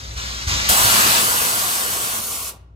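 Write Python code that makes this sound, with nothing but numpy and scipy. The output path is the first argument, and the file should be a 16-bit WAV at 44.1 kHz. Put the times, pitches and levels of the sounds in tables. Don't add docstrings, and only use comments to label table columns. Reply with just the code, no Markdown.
import sys
import numpy as np
from scipy import signal
from scipy.fft import rfft, irfft, next_fast_len
from scipy.io import wavfile
from scipy.ndimage import uniform_filter1d

SR = 44100
rng = np.random.default_rng(int(sys.argv[2]) if len(sys.argv) > 2 else 0)


def to_wav(s):
    ch = np.atleast_2d(s).T
    pcm = np.round(np.clip(ch, -1, 1) * 32767)
    wavfile.write(sys.argv[1], SR, pcm.astype(np.int16))


N = 121275

# (frequency [Hz], relative density [dB per Hz])
HUM_SPECTRUM = [(30, -19), (90, 6), (140, -6.5), (190, -15), (700, -20), (1200, -22), (2000, -40),
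                (6000, -46.5), (10000, -68), (16000, -79)]
# (time [s], level [dB])
HUM_LEVEL = [(0, -40), (.15, -38.5), (.3, -44), (2.5, -49.5), (2.75, -51)]

# (time [s], level [dB])
ENGINE_LEVEL = [(0, -41.5), (.1, -32), (.2, -33.5), (.3, -31), (.45, -34.5), (.5, -31), (.57, -30.5),
                (.64, -33.5), (.74, -42.5), (.8, -36.5), (1.2, -51.5), (1.7, -56.5), (2.3, -48),
                (2.75, -44)]
# (frequency [Hz], width [Hz], relative level [dB])
EXHAUST_MODES = [(60, 48, 1.5), (102, 33, -14.5), (125.7, 64, -8.5)]
FIRING_HZ, JITTER_PERIODS = 60.5, .05
UNEVEN_DB, SURGE_DB, SURGE_RATE_HZ = 2.0, 1.2, 11

YARD_DB, YARD_T60_S, YARD_LOW_HZ, YARD_HIGH_HZ = -21, 0.58, 250, 2350

# (time [s], strike level [dB], pitch [Hz], T60 [s])
JOLTS = [(.162, -22, 75, .1), (.4705, -9, 80, .08), (.512, -18, 95, .15), (.6915, -15, 80, .09),
         (.843, -19, 110, .15)]

# (place, open [s], rise time constant [s], shut [s], level [dB], sag [dB/s])
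VALVE_RELEASES = [("hidden", -0.11, .01, 1, -36.5, 0.54), ("hidden", 0.161, 0.013, 1.2, -28.5, 5.1),
                  ("hidden", .469, 0.011, 1.17, -20.5, 4.7), ("open", .687, 0.0018, 2.4955, -16, 3.58),
                  ("hollow", .687, 0.0043, 2.195, -14, 7.74), ("wheel", .69, .12, 1.19, -23, 4.0),
                  ("wheel", .858, 0.019, 1.203, -18.5, 1.7)]
PLACE_HEARING = { "hidden": [(60.2, -4.5, 0.5, 1, .01), (298, -11, 0, 0.72, 0.42),
                 (800, -10.5, -6, 0.05, 0.71), (1690, -3, -.5, 0.92, 1.0), (2760, -7.5, -2.5, 0.13, 1.32),
                 (3800, -4, 5.5, 0.6, 2), (5420, -4.5, 1, 0.52, 3.09), (6480, -6.5, 4.5, 1, 3.72),
                 (7010, -10, 7.5, 1, 3.7), (8500, -15, -3.5, 0.5, 4.85), (9600, -20, -2, 1, 5.0),
                 (12440, -24.5, 1, 0.75, 7.0), (15600, -26, 2, 1, 11)], "wheel": [(60, -11, -1.5, 1, .01),
                 (380, -11.5, 1, 1, 0.22), (855, -3, 3.5, 0.7, 0.21), (1690, 0, 1.5, 0.57, 1.1),
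                 (2115, -2.5, 3, 0.3, 1.43), (2600, -1.5, 0, 0.02, 2.6), (4700, -4, 1.5, 0.6, 1.79),
                 (5360, -7.5, 7, 0, 3.3), (7060, -7, -1, 0.5, 2.1), (9200, -8.5, 1, 0.8, 12),
                 (12700, -13, 1.5, .95, 7.9), (15700, -19.5, 1.5, .95, 9.0)],
                 "hollow": [(60, -12.5, 3, 1, .01), (398, -13.5, 0, 1, 0.15), (765, -0.5, -4, 0.87, 0.47),
                 (1166, -1.7, -1.5, 0.89, 0.9), (1550, 0, .1, .95, 0.9), (1750, -1, .1, .99, 1.0),
                 (1900, -3, .1, .95, 1.07), (2100, -9, -8.5, 0.1, 3.2), (2900, -4.5, 4, 0, 2.2),
                 (4200, -6, 0.5, 0.46, 2.2), (5300, -8.5, 6, 0.7, 1.4), (7700, -11, 2.5, 0.2, 2),
                 (7820, -4, 2, 1, 1.7), (9400, -7.5, -1.5, 1, 3.2), (13200, -11, 1, 1, 5.6),
                 (15800, -9, -3, 0.94, 4.9)], "open": [(60, -15, -3.5, 1, .01), (303, -11, 0, 0.89, .01),
                 (620, -5.5, 1, 0.78, .01), (1110, -4, 1.5, 0.78, .01), (1500, -8, 1, .6, .6),
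                 (1750, -11, .1, .7, 1.0), (1950, -11, .1, .5, 1.1), (2210, -10.5, 1, .5, .01),
                 (2700, -7.5, 0, 0.6, .01), (3190, -7.5, 2.5, 0.02, .01), (4200, -6.5, 1.5, 0.43, .01),
                 (6660, -4, -0.5, 0.3, .01), (9340, -5, 2, 0.8, .01), (9230, 0, -0.5, 1, 1.45),
                 (13000, -4, 0.5, 0.8, 3.3), (16400, -5.5, -1.5, 1, 5.0)]}
# (frequency [Hz], lag [half turns])
TOP_OCTAVE_LAG = [(9550, 1), (11150, 2), (12700, 3), (14200, 4), (15600, 5)]
# (frequency [Hz], width [Hz], lift [dB])
CAVITY_MODES = [(118, 30, 9.5), (208, 21, 8), (798, 68, -6), (1065, 360, 1), (2890, 66, 3),
                (3550, 220, 0.5), (4520, 240, -0.5), (8320, 440, 2)]

SPIT_DB, SPIT_S = 5.5, 0.016
EMPTYING_DB_PER_S2 = 0.93
FLUTTER_DB, FLUTTER_RATE_HZ = .5, 16
SHUT_DB_PER_S = 262
TREBLE_EXTRA_SHUT_DB_PER_S, TREBLE_HZ = 251.5, 3000
BASS_LINGER_DB_PER_S, BASS_LINGER_S, BASS_HZ = 275, 0.045, 750
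BOUNCE_DB, BOUNCE_MAX_S = -16.5, .02
CAVITY_WANDER, WANDER_RATE_HZ = 0.011, 3.0
PATCH_DB, PATCH_BINS, PATCH_FRAMES = 1.5, 12, 3
FRAME, HOP = 2048, 1024

CUTOFF_HZ = 16000


def amp(db):
    return 10 ** (np.asarray(db) / 20)


def rms_one(x):
    return x / np.sqrt(np.mean(x ** 2) + 1e-20)


def at_hz(rows, hz, column=1):
    rows = np.array(rows)
    return np.interp(np.log(hz + 1), np.log(rows[:, 0]), rows[:, column])


def drift(rate_hz):
    step = 40
    r = np.exp(-2 * np.pi * rate_hz * step / SR)
    noise = rng.standard_normal(N // step + 2002)
    slow = signal.lfilter([1], [1, -2 * r, r * r], noise)[2000:]
    return np.interp(np.arange(N) / step, np.arange(len(slow)), rms_one(slow))


def resonate(x, hz, width_hz):
    r = np.exp(-np.pi * width_hz / SR)
    w = 2 * np.pi * hz / SR
    return signal.lfilter([0, np.sin(w)], [1, -2 * r * np.cos(w), r * r], x + 1e-18)


def port_noise(place, colour_db):
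    size = next_fast_len(N)
    hz = np.fft.rfftfreq(size, 1 / SR)
    shared, left, right = rfft(rng.standard_normal((3, size)))

    place_hz, _, _, _, place_lag = np.transpose(place)
    lag = np.interp(hz, place_hz, place_lag)
    top_lag = np.interp(hz, *np.transpose(TOP_OCTAVE_LAG))
    late = np.exp(-1j * np.pi * np.where(hz > TOP_OCTAVE_LAG[0][0], top_lag, lag))

    alike = np.clip(at_hz(place, hz, column=3), 0, 1)
    common = np.sqrt(alike) * shared * np.array([late, np.ones_like(late)])
    own = np.sqrt(1 - alike) * np.array([left, right])

    lean = amp(at_hz(place, hz, column=2) / 2)
    delays_s = BOUNCE_MAX_S * rng.random(size=6)
    bounces = 1 + amp(BOUNCE_DB) * sum(np.exp(-2j * np.pi * hz * delay_s) for delay_s in delays_s)
    spectrum = (common + own) * bounces * amp(colour_db(hz)) * [lean, 1 / lean]
    return rms_one(irfft(spectrum, size)[:, :N])


def yard_hum():
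    hum = port_noise(PLACE_HEARING["hollow"], lambda hz: at_hz(HUM_SPECTRUM, hz))
    level_db = np.interp(np.arange(N) / SR, *np.transpose(HUM_LEVEL))
    return amp(level_db) * hum


def engine():
    draws = rng.standard_normal((int(N / SR * 70), 2))
    periods = np.arange(len(draws)) + 1 + JITTER_PERIODS * draws[:, 0]
    pulses = np.zeros(2 * N)
    pulses[(periods * SR / FIRING_HZ).astype(int)] = amp(UNEVEN_DB * draws[:, 1])

    rumble = np.zeros(N)
    for hz, width_hz, db in EXHAUST_MODES:
        ring = resonate(resonate(pulses[:N], hz, width_hz), hz, width_hz)
        rumble += amp(db) * width_hz * ring

    level_db = np.interp(np.arange(N) / SR, *np.transpose(ENGINE_LEVEL))
    level_db = level_db + SURGE_DB * drift(SURGE_RATE_HZ)
    return rms_one(rumble) * amp(level_db) * amp([[.6], [-.6]])


def yard_returns(x):
    t = np.arange(int(.6 * SR)) / SR
    tail = rng.standard_normal((2, len(t))) * amp(-60 * t / YARD_T60_S) * (t > .02)
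    band = signal.butter(2, [YARD_LOW_HZ, YARD_HIGH_HZ], "band", fs=SR, output="sos")
    tail = rms_one(signal.sosfilt(band, tail)) / np.sqrt(len(t))
    return amp(YARD_DB) * signal.fftconvolve(x, tail, axes=1)[:, :N]


def chassis_jolts():
    out = np.zeros(N)
    for time_s, level_db, hz, t60_s in JOLTS:
        knock = -amp(level_db) * (np.arange(N) == int(time_s * SR))
        soft = signal.lfilter([.02], [1, -.98], knock + 1e-18)
        out += resonate(soft, hz, np.log(1000) / (np.pi * t60_s))
    return out


def turbulent_colour():
    hz = np.fft.rfftfreq(FRAME, 1 / SR)[:, None]
    frames = -(-N // HOP) + 1
    at = np.minimum(np.arange(frames) * HOP, N - 1)

    lift_db = 0
    for mode_hz, width_hz, db in CAVITY_MODES:
        centre_hz = mode_hz * (1 + CAVITY_WANDER * drift(WANDER_RATE_HZ)[at])
        lift_db = lift_db + db / (1 + (2 * (hz - centre_hz) / width_hz) ** 2)

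    patches = uniform_filter1d(rng.standard_normal(lift_db.shape), size=PATCH_BINS, axis=0)
    patches = uniform_filter1d(patches, size=PATCH_FRAMES, axis=1)
    return amp(lift_db + PATCH_DB * rms_one(patches))


def shut_tone(jet, since_shut_s):
    body = signal.sosfilt(signal.butter(1, TREBLE_HZ, fs=SR, output="sos"), jet)
    treble = jet - body
    jet = body + treble * amp(-TREBLE_EXTRA_SHUT_DB_PER_S * np.maximum(since_shut_s, 0))
    bass = signal.sosfilt(signal.butter(2, BASS_HZ, fs=SR, output="sos"), jet)
    linger_db = BASS_LINGER_DB_PER_S * np.clip(since_shut_s, 0, BASS_LINGER_S)
    return jet + bass * (amp(linger_db) - 1)


def air_releases():
    t = np.arange(N) / SR
    out = np.zeros((2, N))
    colour = turbulent_colour()
    for place, open_s, rise_s, shut_s, level_db, sag_db_per_s in VALVE_RELEASES:
        hearing = PLACE_HEARING[place]
        age_s = np.maximum(t - open_s, 0)
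        flow_db = level_db - sag_db_per_s * age_s - EMPTYING_DB_PER_S2 * age_s ** 2
        flow_db += SPIT_DB * np.exp(-age_s / SPIT_S)
        flow_db -= SHUT_DB_PER_S * np.maximum(t - shut_s, 0)
        flow_db += FLUTTER_DB * drift(FLUTTER_RATE_HZ)

        jet = port_noise(hearing, lambda hz: at_hz(hearing, hz))
        spectra = signal.stft(jet, nperseg=FRAME)[2]
        jet = rms_one(signal.istft(spectra * colour, nperseg=FRAME)[1][:, :N])
        jet = shut_tone(jet, t - shut_s)
        out += jet * amp(flow_db) * (1 - np.exp(-age_s / rise_s))
    return out


def scene():
    air = air_releases()
    return yard_hum() + engine() + yard_returns(air) + chassis_jolts() + air


def record(dry):
    dry = signal.sosfilt(signal.butter(3, 42, "high", fs=SR, output="sos"), dry)
    rounded = 1.1 * np.tanh(dry / 1.1)
    return signal.sosfilt(signal.ellip(14, .5, 95, CUTOFF_HZ, fs=SR, output="sos"), rounded)


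dry = scene()
out = record(dry)
to_wav(out)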